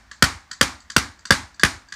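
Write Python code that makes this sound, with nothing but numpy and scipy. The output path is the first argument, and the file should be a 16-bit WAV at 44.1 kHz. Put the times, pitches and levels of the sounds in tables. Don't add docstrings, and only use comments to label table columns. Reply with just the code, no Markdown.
import sys
import numpy as np
from scipy import signal
from scipy.fft import rfft, irfft, next_fast_len
from scipy.io import wavfile

SR = 44100
rng = np.random.default_rng(int(sys.argv[2]) if len(sys.argv) > 2 else 0)


def generate_wav(signal):
    frames = np.transpose(np.atleast_2d(signal))
    scaled = np.clip(frames, -1, 1) * 32767
    pcm = np.round(scaled).astype(np.int16)
    wavfile.write(sys.argv[1], SR, pcm)


N = 85995
LEAD_S = .25
LEAD = int(LEAD_S * SR)
LENGTH = N + LEAD

# f/Hz, relative density/dB
AIR_SPECTRUM = [(25, -16), (60, 5.5), (120, -11.5), (250, -11), (450, -25.5), (800, -15.5), (1700, -12.5),
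                (2800, -23.5), (5500, -24), (8000, -31.5), (11000, -44.5), (15000, -42)]
# f/Hz, level/dB
SPEAKER_RESPONSE = [(80, -25), (220, -12.5), (500, -19.5), (850, -27), (1000, -1.5), (1350, -4.5),
                    (1750, 5), (2300, -6.5), (2650, -4), (3300, -1.5), (4700, 6.5), (5300, 1), (6200, 6),
                    (8000, 7), (8800, -9), (11000, -6), (13000, -16.5), (15500, -34)]
# f/Hz, relative density/dB
TAIL_SPECTRUM = [(55, -0.5), (100, -6.5), (160, -10), (280, 2.5), (420, -16), (620, -10), (900, -1.5),
                 (1150, -0.5), (1700, 0.5), (2200, -1), (2900, -13.5), (3800, -5), (5200, -7.5),
                 (7500, -10.5), (10000, -20.5), (14000, -41.5)]
# f/Hz, t60/s
ROOM_DECAY = [(100, 0.25), (260, 0.3), (700, 0.37), (1800, 0.31), (4800, 0.31), (8000, .3), (13000, 0.21)]
# t/s, level/dB
WALL_ECHOES = [(0.031, -12.5), (.073, -15.5), (.111, -15)]
# f/Hz, relative density/dB
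CRUNCH_SPECTRUM = [(200, -14), (500, -7), (800, -17.5), (1500, 8), (2500, -5), (4500, 1.5), (7000, -5.5),
                   (10000, -9.5), (15000, -25)]
# f/Hz, relative level/dB, t60/s
CARDBOARD_MODES = [(690, -21, 0.011), (1025, -23.5, 0.034), (1146, -18, 0.032), (1149, -11, 0.027),
                   (1370, -18, 0.045), (1780, -21, 0.0095), (1894, -13.5, 0.017), (2063, -14.5, 0.018),
                   (3500, -12, 0.013), (4190, -18.5, 0.011), (4693, -23.5, 0.019)]
# t/s, level/dB, struck panel f/Hz, crunch/dB, window crack/dB,
# hollow knock/dB, thump/dB, thump start f/Hz, room tail/dB
SCREWDRIVER_BLOWS = [(-0.176, -6, 1747, -4.5, 0.5, 8, 0, 436, -1),
                     (0.2236, -2, 1592, 4, -12, -2, 3.5, 482, 0.5),
                     (0.6112, -2.5, 1797, 0, 6, 1, -3, 531, -0.5),
                     (0.9641, -3.5, 1503, 1, -5, -18, 1.5, 548, -1),
                     (1.3063, 0.5, 1622, -3, -6, 1.5, -0.5, 473, -2.5),
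                     (1.6336, -0.5, 1760, -1, 2.5, -3, -1.5, 444, -2.5)]

AIR_DB = -55
REPEAT_S, REPEAT_DB = .2895, -24
SPEAKER_SCATTER_DB, SPEAKER_SCATTER_T60_S = -10.5, 0.085
TAIL_DB, TAIL_ONSET_S = 23.5, 0.0074
CEILING_S, CEILING_DB, CEILING_LOW_CUT_HZ = .0148, -14.5, 254
CEILING_SCATTER_DB, CEILING_SPREAD_S = -11.5, 0.0098
WALL_BAND_HZ = (56, 100)
THUMP_DB, THUMP_ATTACK_S, THUMP_LENGTH_S = -11.5, 0.0023, 0.021
THUMP_END_HZ, THUMP_GLIDE_S = 42.5, 0.00757
CRUNCH_PEAK_S, CRUNCH_WIDTH_S, CRUNCH_DB, CRUNCH_INTO_BOX_DB = 0.0032, .001, -1, 5
SNAPS_PER_S, SETTLE_DB, SETTLE_T60_S = 9000, -8, 0.042
BOX_DB, PANEL_DB, PANEL_T60_S = 1, 2, 0.019
CRACK_HZ, CRACK_DB, CRACK_T60_S = 3230, -11.5, 0.015
HOLLOW_HZ, HOLLOW_DB, HOLLOW_T60_S = 547, -14, 0.039
CUTOFF_HZ = 15500


def from_db(db):
    return 10 ** (np.asarray(db) / 20)


def fade(t, t60):
    return np.exp(-np.log(1000) * t / t60)


def at_hz(points, hz):
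    freqs, values = np.transpose(points)
    return np.interp(np.log(np.maximum(hz, 1)), np.log(freqs), values)


def unit(x):
    return x / np.sqrt(np.sum(x ** 2) + 1e-20)


def coloured(x, spectrum):
    n = 2 * next_fast_len(len(x))
    gain = from_db(at_hz(spectrum, np.linspace(0, SR / 2, n // 2 + 1)))
    cepstrum = irfft(np.log(gain))
    cepstrum[1:n // 2] *= 2
    cepstrum[n // 2 + 1:] = 0
    return irfft(rfft(x, n) * np.exp(rfft(cepstrum)))[:len(x)]


def ring(x, hz, t60):
    r, w = fade(1 / SR, t60), 2 * np.pi * hz / SR
    return signal.lfilter([0, np.sin(w)], [1, -2 * r * np.cos(w), r * r], x + 1e-18)


def delayed(x, s):
    return np.concatenate([np.zeros(int(s * SR)), x, np.zeros(LENGTH)])[:LENGTH]


def overload(x):
    return x / (1 + x ** 4) ** .25


def room_air():
    noise = coloured(rng.standard_normal(LENGTH), AIR_SPECTRUM)
    return from_db(AIR_DB) * np.sqrt(LENGTH) * unit(noise)


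def speaker_repeat(x):
    t = np.arange(SR // 3) / SR
    scatter = unit(rng.standard_normal(len(t)) * fade(t, SPEAKER_SCATTER_T60_S))
    path = from_db(SPEAKER_SCATTER_DB) * scatter
    path[0] += 1
    played = coloured(overload(x), SPEAKER_RESPONSE)
    return from_db(REPEAT_DB) * delayed(signal.fftconvolve(played, path), REPEAT_S)


def room_tail():
    t = np.arange(2 * SR // 3) / SR
    edges_hz = np.geomspace(40, 18000, 28)
    white = rng.standard_normal((2, len(t)))
    onset = 1 - np.exp(-(t / TAIL_ONSET_S) ** 2)
    tail = 0
    for k, (low, high) in enumerate(zip(edges_hz, edges_hz[1:])):
        hz = np.sqrt(low * high)
        band = signal.sosfilt(signal.butter(2, [low, high], "band", fs=SR, output="sos"), white[k % 2])
        band = unit(band * onset * fade(t, at_hz(ROOM_DECAY, hz)))
        tail += band * np.sqrt(2 * (high - low) / SR) * from_db(at_hz(TAIL_SPECTRUM, hz))
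    return from_db(TAIL_DB) * tail


def with_reflections(x):
    t = np.arange(SR // 3) / SR
    scatter = unit(rng.standard_normal(len(t)) * (t > CEILING_S) * np.exp(-t / CEILING_SPREAD_S))
    slap = from_db(CEILING_SCATTER_DB) * scatter
    slap[int(CEILING_S * SR)] += from_db(CEILING_DB)
    slap = signal.sosfilt(signal.butter(1, CEILING_LOW_CUT_HZ, "high", fs=SR, output="sos"), slap)
    bounces = np.zeros(len(t))
    for s, db in WALL_ECHOES:
        bounces[int(s * SR)] += from_db(db)
    bounces = signal.sosfilt(signal.butter(2, WALL_BAND_HZ, "band", fs=SR, output="sos"), bounces)
    response = slap + bounces
    response[0] += 1
    return signal.fftconvolve(x, response)


def thump(t, start_hz):
    hz = THUMP_END_HZ + (start_hz - THUMP_END_HZ) * np.exp(-t / THUMP_GLIDE_S)
    swell = (1 - np.exp(-(t / THUMP_ATTACK_S) ** 2)) * np.exp(-(t / THUMP_LENGTH_S) ** 2)
    return swell * np.sin(2 * np.pi * np.cumsum(hz) / SR)


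def buckling_snaps(t):
    burst = np.exp(-.5 * ((t - CRUNCH_PEAK_S) / CRUNCH_WIDTH_S) ** 2)
    settling = from_db(SETTLE_DB) * fade(t, SETTLE_T60_S)
    clicks = rng.standard_normal(len(t)) * (rng.random(len(t)) < SNAPS_PER_S / SR)
    return unit((burst + settling) * clicks)


def knock(panel_hz, crunch_db, crack_db, hollow_db, thump_db, thump_hz):
    t = np.arange(SR // 5) / SR
    contact = -1.0 * (t == 0)
    snaps = buckling_snaps(t)
    force = contact + from_db(CRUNCH_INTO_BOX_DB) * snaps
    box = sum(from_db(BOX_DB + db) * (-1) ** k * ring(force, hz, t60)
              for k, (hz, db, t60) in enumerate(CARDBOARD_MODES))
    panel = from_db(PANEL_DB) * ring(contact, panel_hz, PANEL_T60_S)
    crack = from_db(CRACK_DB + crack_db) * ring(force, CRACK_HZ, CRACK_T60_S)
    hollow = from_db(HOLLOW_DB + hollow_db) * ring(contact, HOLLOW_HZ, HOLLOW_T60_S)
    crunch_gain = from_db(CRUNCH_DB + crunch_db) * np.sqrt(2 * CRUNCH_WIDTH_S * SR)
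    crunch = crunch_gain * unit(coloured(snaps, CRUNCH_SPECTRUM))
    squash = from_db(THUMP_DB + thump_db) * thump(t, thump_hz)
    return box + panel + crack + hollow + crunch + squash


def scene():
    knocks = 0
    for s, db, *blow, tail_db in SCREWDRIVER_BLOWS:
        near = delayed(with_reflections(knock(*blow)), s + LEAD_S)
        tail = from_db(tail_db) * delayed(room_tail(), s + LEAD_S)
        knocks += from_db(db) * (near + tail)
    first_repeat = speaker_repeat(knocks)
    air = room_air()
    second_repeat = speaker_repeat(first_repeat)
    return (air + second_repeat + first_repeat + knocks)[None, LEAD:]


def record(dry):
    high_cut = signal.ellip(10, .1, 70, CUTOFF_HZ, fs=SR, output="sos")
    return signal.sosfilt(high_cut, overload(dry))


dry = scene()
out = record(dry)
generate_wav(out)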